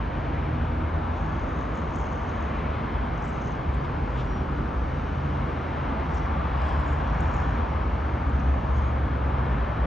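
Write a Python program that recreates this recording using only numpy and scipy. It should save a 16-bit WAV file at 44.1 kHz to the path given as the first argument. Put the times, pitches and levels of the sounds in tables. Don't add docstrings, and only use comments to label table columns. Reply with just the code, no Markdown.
import sys
import numpy as np
from scipy import signal
from scipy.fft import rfft, irfft, next_fast_len
from scipy.io import wavfile
from scipy.ndimage import uniform_filter1d, map_coordinates

SR = 44100
rng = np.random.default_rng(int(sys.argv[2]) if len(sys.argv) > 2 else 0)


def materialize(psi):
    bounded = np.clip(np.atleast_2d(psi).T, -1, 1)
    quanta = np.round(bounded * 32767).astype(np.int16)
    wavfile.write(sys.argv[1], SR, quanta)


N = 434812

# multiple of the base rate, relative level/dB
RASPY = [(1, 3.5), (2, -5), (3, -5.5), (4, -11.5)]
HUMMING = [(1, 3.5), (2, -12)]
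BUZZY = [(2, 3), (3, -2), (4, -1.5), (5, -7)]
DEEP = [(1, -1), (2, -12.5), (3, -18), (4, -17.5)]


def amp(db):
    return 10 ** (np.asarray(db) / 20)


def unit(x):
    return x / np.sqrt(np.mean(x ** 2) + 1e-20)


def along(points, hz):
    f, v = np.transpose(points)
    return np.interp(np.log(hz + 1), np.log(f + 1), v)


def curves(rows):
    s, *cols = np.transpose(rows)
    return [np.interp(np.arange(N) / SR, s, c) for c in cols]


def wobble(rate):
    knots = rng.standard_normal(int(N * rate / SR) + 4)
    return map_coordinates(knots, [np.arange(N) * rate / SR])


def filtered(x, response):
    m = next_fast_len(N + SR // 2)
    return irfft(rfft(x, m) * response(np.fft.rfftfreq(m, 1 / SR)), m)[..., :N]


def rush(spectrum, patchy_db):
    # f/Hz, correlation (-1 to 1)
    alike = [(60, 0.99), (230, 0.96), (350, 0.94), (500, 0.48), (700, 0.45), (1050, 0.26), (1400, 0.88),
             (2200, 1), (3400, 0.95), (7600, 1), (8400, .55), (10000, -.7), (12000, -0.44), (12700, .85)]
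    z = signal.stft(rng.standard_normal((2, N)), nperseg=1024)[2]
    field = uniform_filter1d(rng.standard_normal(z.shape[1:]), size=6, axis=0)
    field = uniform_filter1d(field, size=24, axis=1)
    pair = signal.istft(z * amp(patchy_db * unit(field)), nperseg=1024)[1][:, :N]

    def mid_side(hz):
        turn = np.arccos(np.clip(along(alike, hz), -1, 1)) / 2
        return amp(along(spectrum, hz)) * np.array([np.cos(turn), np.sin(turn)])

    mid, side = filtered(pair, mid_side)
    return unit(np.array([mid + side, mid - side]))


def presence(rows, fade):
    t = np.arange(N) / SR
    return np.clip(1 + np.minimum(t - rows[0][0], rows[-1][0] - t) / fade, 0, 1)


def rotation(hz, unsteady):
    turns = np.cumsum(hz * (1 + unsteady * wobble(12))) / SR
    return 2 * np.pi * (turns + rng.random())


def exhaust(firing_hz, note, flutter_db):
    phase = rotation(firing_hz, unsteady=0.005)
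    out = np.zeros(N)
    for k, level in note:
        start = 2 * np.pi * rng.random()
        out += amp(level + flutter_db * wobble(9)) * np.sin(round(k) * phase + start)
    return np.sqrt(2) * out


def traffic():
    # f/Hz, relative level per Hz/dB
    rumble_colour = [(20, -25.5), (30, -18), (40, -11.5), (53, 1), (72, -3), (85, -5), (98, -10),
                     (125, -15), (190, -37.5), (1000, -120)]
    hum_colour = [(10, -78), (70, -4.5), (100, 4), (120, 11), (160, 16), (176, 9.5), (195, 6.5),
                  (260, -45.5), (1000, -120)]
    drone_colour = [(50, -70), (150, -26), (195, -2), (225, 2.5), (250, 2.5), (290, 0), (370, -5),
                    (500, -5.5), (800, -12), (2000, -65), (8000, -120)]
    roar_colour = [(200, -22), (450, -7.5), (650, -1.5), (930, 1), (1200, -3), (1500, -8), (1780, -10.5),
                   (1950, -20), (2150, -19), (3000, -34.5), (5000, -79), (12000, -120)]
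    car_hiss_colour = [(900, -9.5), (1900, 2.5), (2150, 4), (2600, -2), (3200, -4.5), (4000, -14),
                       (5000, -23), (6400, -32), (8000, -50), (10000, -75)]
    # t/s when nearest, tyre roar level/dB, tyre hiss level/dB
    passes = [(.25, -45, -47), (1.4, -39.5, -53), (2.7, -37.5, -47.5), (3.9, -47, -53.5),
              (5.85, -39, -49.5), (6.65, -35.5, -48.5), (7.35, -34.5, -49), (8.55, -39.5, -56),
              (9.15, -43, -56.5), (9.75, -35.5, -48.5)]
    pass_s = 0.4
    rumble_db, hum_db, drone_db, steady_roar_db = -31.5, -38, -36, -37
    drift_db = .5

    t = np.arange(N) / SR
    mass = lambda db: amp(db + drift_db * wobble(1.5))
    rumble = mass(rumble_db) * rush(rumble_colour, patchy_db=0.7)
    hum = mass(hum_db) * rush(hum_colour, patchy_db=0.46)
    drone = mass(drone_db) * rush(drone_colour, patchy_db=0.5)

    nearest, roar_db, hiss_db = np.transpose(passes)
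    nearness = 1 / (1 + ((t - nearest[:, None]) / pass_s) ** 2)
    roar_power = amp(steady_roar_db) ** 2 + amp(roar_db) ** 2 @ nearness
    roar = np.sqrt(roar_power) * rush(roar_colour, patchy_db=0.86)
    car_hiss = np.sqrt(amp(hiss_db) ** 2 @ nearness) * rush(car_hiss_colour, patchy_db=1.0)
    return rumble + hum + drone + roar + car_hiss


def treble_hiss():
    # f/Hz, relative level per Hz/dB
    hiss_colour = [(900, -10.5), (1900, 1.5), (2150, 3), (2600, -2), (3100, -3.5), (4000, -11), (4800, -16),
                   (6400, -21), (7300, -30.5), (8500, -34), (10000, -38), (12000, -39.5), (12600, -43),
                   (14000, -44)]
    # t/s, level/dB
    hiss_level = [(0, -53.5), (1.7, -50.3), (3.5, -51), (5.3, -49.8), (7.6, -50.3), (9.86, -52)]
    return amp(curves(hiss_level)[0]) * rush(hiss_colour, patchy_db=1.1)


def low_tone(row, flutter_db):
    s, rise, fall, base_hz, glide, db, note = row
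    t = np.arange(N) / SR - s
    ramp = np.clip(1 + np.minimum(t / rise, -t / fall), 0, 1)
    swell = ramp ** 0.66
    return swell * amp(db) * exhaust(base_hz + glide * t, note, flutter_db)


def low_tones():
    tone_rows = [(.6, 0.79, 1.1, 79.3, 5.5, -35, RASPY), (.3, .25, 0.65, 138.8, 7.5, -39.5, HUMMING),
                 (.6, .25, .25, 115.5, -0.5, -38, HUMMING), (.95, .15, .2, 79.5, 5, -33, DEEP),
                 (1.27, .1, .12, 154, 0, -37.5, HUMMING), (1.33, .15, .17, 103.5, 0, -38, HUMMING),
                 (1.33, .2, .2, 53, -4, -30, DEEP), (1.4, .9, .5, 167.3, 9, -45.5, HUMMING),
                 (2.4, 3, 2.2, 72.2, 1, -39, DEEP), (2.5, 0.25, .3, 58.06, -6, -35, DEEP),
                 (2.6, .6, .5, 237.2, 5.5, -50, HUMMING), (2.8, 0.86, 0.72, 220.5, 9, -45.5, HUMMING),
                 (3.2, .2, .35, 55, 0, -35, DEEP), (3.72, .15, .2, 68, 0, -33, DEEP),
                 (3.6, 0.79, .7, 177.3, 10, -49, HUMMING), (3.92, 0.23, .18, 139.9, 9, -37.5, HUMMING),
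                 (4.22, 0.15, .13, 127.5, 5, -36, HUMMING), (4.18, .2, 0.18, 54.84, 5, -29.5, DEEP),
                 (4.38, .18, 0.33, 95.4, -4.5, -42.5, BUZZY), (4.57, .13, .12, 143.4, 0, -37, HUMMING),
                 (4.65, .4, .45, 65.5, 7, -35, DEEP), (4.93, .1, .12, 139, -3.5, -37, HUMMING),
                 (5.33, .15, 0.17, 144, 3.5, -33.5, HUMMING), (5.45, 0.41, .35, 56.5, -5, -32, DEEP),
                 (7.15, 1.3, .35, 148.3, 1.5, -42, HUMMING), (7.3, .7, 2.2, 55.78, 1.24, -29.5, DEEP),
                 (8.42, 0.22, .35, 66.2, -4, -24, DEEP), (9.45, 0.54, .25, 132.2, 3, -38, HUMMING),
                 (9.58, .22, 0.2, 55.65, -7, -24.5, DEEP)]
    return sum(low_tone(row, flutter_db=2.0) for row in tone_rows)


def rustle(life, level_db):
    # t/s when strongest, rise and fall/s, level/dB before level_db, factor on the frequencies
    strokes = [(1.21, .07, -63, 1), (1.4, 0.1, -64, 1), (1.6, 0.12, -63, 1), (1.78, 0.035, -62, 1.04),
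               (2.01, .13, -60, 1), (2.33, 0.28, -63, 1), (3.27, .055, -65, 1.2), (3.27, .1, -64, 0.95),
               (3.44, .09, -57.5, .99), (4.22, .13, -69.5, 1.1), (5.1, 0.4, -69, .95),
               (6.17, 0.09, -60.5, .9), (6.17, .04, -66, 1.13), (6.68, .07, -66, 1.22),
               (6.69, .13, -58, .79), (6.9, 0.08, -62.5, 1.08), (6.91, .05, -70, 1.3),
               (7.35, 0.15, -61, 1.04), (7.35, .4, -63.5, .87), (8.45, 0.2, -66, 0.96),
               (8.79, .06, -63, .99)]
    # f/Hz, relative level per Hz/dB
    rustle_colour = [(500, -59), (2500, -19.5), (4500, -8), (5700, -0.5), (6250, 9), (6900, 3),
                     (7400, -8.5), (8200, -13.5), (9200, -31), (14000, -38)]
    slips_per_s, uneven, scatter_db = 110, .45, 3
    slide_share = .38
    stroke_shape = 1.4

    t = np.arange(N) / SR
    gaps = rng.lognormal(0, uneven, int(2 * slips_per_s * N / SR)) / slips_per_s
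    strengths = amp(scatter_db * rng.standard_normal(len(gaps)))
    slips = np.bincount((np.cumsum(gaps) * SR).astype(int), strengths, N)[:N]
    puffs = unit(signal.fftconvolve(slips, np.exp(-np.arange(SR // 20) / SR / life))[:N])
    grains = np.sqrt(slide_share + (1 - slide_share) * puffs ** 2) * rng.standard_normal(N)
    out = np.zeros(N)
    for s, fade, db, factor in strokes:
        rubbing = amp(db) * np.exp(-np.abs((t - s) / fade) ** stroke_shape)
        out += rubbing * unit(filtered(grains, lambda hz: amp(along(rustle_colour, hz / factor))))
    return amp(level_db) * out


def ticks(life, width_hz, level_db):
    # t/s, level/dB before level_db and the decay, centre f/Hz
    tick_rows = [(1.7716, -44, 6600), (1.9475, -45, 5700), (1.9574, -46, 7600), (1.9585, -45, 6200),
                 (1.9854, -43, 6600), (1.997, -44, 6600), (2.0527, -51, 6400), (2.1203, -47, 6350),
                 (2.128, -47, 6400), (2.2917, -46, 6200), (3.1769, -46, 6300), (3.2223, -47, 6200),
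                 (3.2477, -49, 7200), (3.2909, -48, 7200), (3.4124, -46, 6100), (3.4598, -46, 6200),
                 (3.4797, -47, 6200), (3.7419, -51, 7600), (6.144, -45.5, 7000), (6.1735, -43, 5500),
                 (6.7975, -51, 7900), (6.876, -48, 6727), (7.204, -44, 6500), (7.205, -48, 8000),
                 (7.2333, -51, 7200), (7.3431, -48, 7400), (7.3644, -43, 6467), (8.295, -48, 6700),
                 (8.3986, -45, 6150), (8.7682, -50, 6450), (8.7842, -51, 5900)]
    out, t = np.zeros(N + SR), np.arange(SR // 16) / SR
    hz = np.fft.rfftfreq(len(t), 1 / SR)
    envelope = np.exp(-t / life) * (1 - np.exp(-t / 0.00094))
    for s, db, centre_hz in tick_rows:
        bell = 1 / (1 + ((hz - centre_hz) / width_hz) ** 4)
        band = irfft(rfft(rng.standard_normal(len(t))) * bell, len(t))
        out[round(s * SR):][:len(t)] += amp(db + level_db) * unit(band) * envelope
    return out[:N]


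def bus():
    # t/s, crankshaft f/Hz, firing tone level/dB, body boom level/dB
    bus_rows = [(2.85, 24.39, -46.5, -41), (4.0, 26.02, -43, -40.5), (4.7, 26.7, -41.5, -42),
                (5.3, 26.5, -31.5, -40.5), (5.9, 25.92, -35, -40.5), (6.3, 25.55, -33, -44.5),
                (6.85, 25.13, -32, -40), (7.3, 24.81, -35.5, -40), (7.8, 24.28, -30.3, -39.5),
                (8.3, 23.85, -30, -40), (8.9, 23.15, -25.5, -38), (9.5, 22.3, -31, -36),
                (10.1, 21.6, -32, -37.5)]
    overtones_db = -8
    shaft_hz, firing_db, boom_db = curves(bus_rows)
    turn = rotation(shaft_hz, unsteady=.003)

    def order(count, db, flutter_db):
        return np.sqrt(2) * amp(db + flutter_db * wobble(7)) * np.sin(count * turn)

    firing = order(count=3, db=firing_db, flutter_db=0.8)
    boom = order(count=5, db=boom_db, flutter_db=2.5)
    overtones = order(count=4, db=boom_db + overtones_db, flutter_db=1.8)
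    overtones += order(count=8, db=boom_db + overtones_db - 4, flutter_db=2.0)
    return presence(bus_rows, fade=0.17) * (firing + boom + overtones)


def scuffs():
    scuff_rows = [(3.851, 0.012, -53), (4.197, 0.032, -50), (6.68, 0.1, -58.5)]
    # f/Hz, relative level per Hz/dB
    scuff_colour = [(300, -54), (1500, -25), (2600, -1), (3300, 2), (4200, -9.5), (5200, -13), (6000, -15),
                    (8000, -27.5), (10000, -53)]
    t = np.arange(N) / SR
    pressure = sum(amp(db) * np.exp(-((t - s) / half) ** 2) for s, half, db in scuff_rows)
    return pressure * unit(filtered(rng.standard_normal(N), lambda hz: amp(along(scuff_colour, hz))))


def brakes():
    # t/s, length/s, start f/Hz, end f/Hz, peak level/dB
    squeaks = [(4.25, .19, 5655, 5605, -61), (6.63, .14, 3320, 3300, -54), (8.82, .1, 6490, 6640, -66)]
    t, out = np.arange(N) / SR, np.zeros(N)
    for s, length, start_hz, end_hz, db in squeaks:
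        u = np.clip((t - s) / length, 0, 1)
        hz = (start_hz + (end_hz - start_hz) * u) * (1 + .004 * wobble(200))
        out += amp(db) * np.sin(np.pi * u) * np.sin(2 * np.pi * np.cumsum(hz) / SR)
    return out


def lorry():
    # t/s, firing f/Hz, level/dB
    lorry_rows = [(6.1, 63.22, -35), (6.55, 64.33, -30), (6.75, 68.35, -28.5), (6.92, 72.9, -23),
                  (7.1, 77.33, -30.5), (7.35, 81.4, -32), (7.7, 85.95, -35.5), (8.35, 79, -36)]
    # multiple of the firing rate, relative level/dB
    deep_note = [(1, -0.5), (2, -19.5), (3, -23), (4, -21.5)]
    firing_hz, db = curves(lorry_rows)
    return presence(lorry_rows, fade=0.33) * amp(db) * exhaust(firing_hz, deep_note, flutter_db=0.5)


def clicks():
    # t/s, level/dB before the band filter, life/s
    click_rows = [(7.5797, -48.5, .0007), (8.742, -71, .012)]
    centre_hz, width_hz = 12800, 2000
    t = np.arange(N) / SR
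    snaps = sum(amp(db) * (t >= s) * np.exp(-np.abs(t - s) / life) for s, db, life in click_rows)
    band = lambda hz: 1 / (1 + ((hz - centre_hz) / width_hz) ** 4)
    return filtered(snaps * rng.standard_normal(N), band)


def scene():
    rustle_top_hz = 8500
    road = traffic() + low_tones() + bus() + brakes() + lorry()
    near = rustle(life=0.002, level_db=-4.5) + ticks(life=0.0041, width_hz=750, level_db=-7.0) + scuffs()
    softened = filtered(near, lambda hz: 1 / (1 + (hz / rustle_top_hz) ** 24))
    return road + treble_hiss() + softened + clicks()


def record(dry):
    # f/Hz, level difference/dB
    balance = [(70, 0.5), (150, -1), (240, -1), (400, -3.5), (580, -0.5), (850, 1), (1150, 5), (1500, 2),
               (2000, -0.5), (7000, 0.5)]
    # f/Hz, phase by which left leads/rad
    lead = [(60, -.08), (240, -.13), (420, -.5), (580, .7), (800, 1.9), (1000, 1.9), (1250, .2),
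            (1500, -.25), (2400, 0), (3500, .4), (5500, 0)]
    top_hz = 14500
    sides = np.array([[.5], [-.5]])
    ports = lambda hz: amp(sides * along(balance, hz)) * np.exp(1j * sides * along(lead, hz))
    from_edge = np.minimum(np.arange(N), np.arange(N)[::-1])
    edges = np.clip(from_edge / (.003 * SR), 0, 1)
    return filtered(edges * filtered(dry, ports), lambda hz: hz < top_hz)


dry = scene()
out = record(dry)
materialize(out)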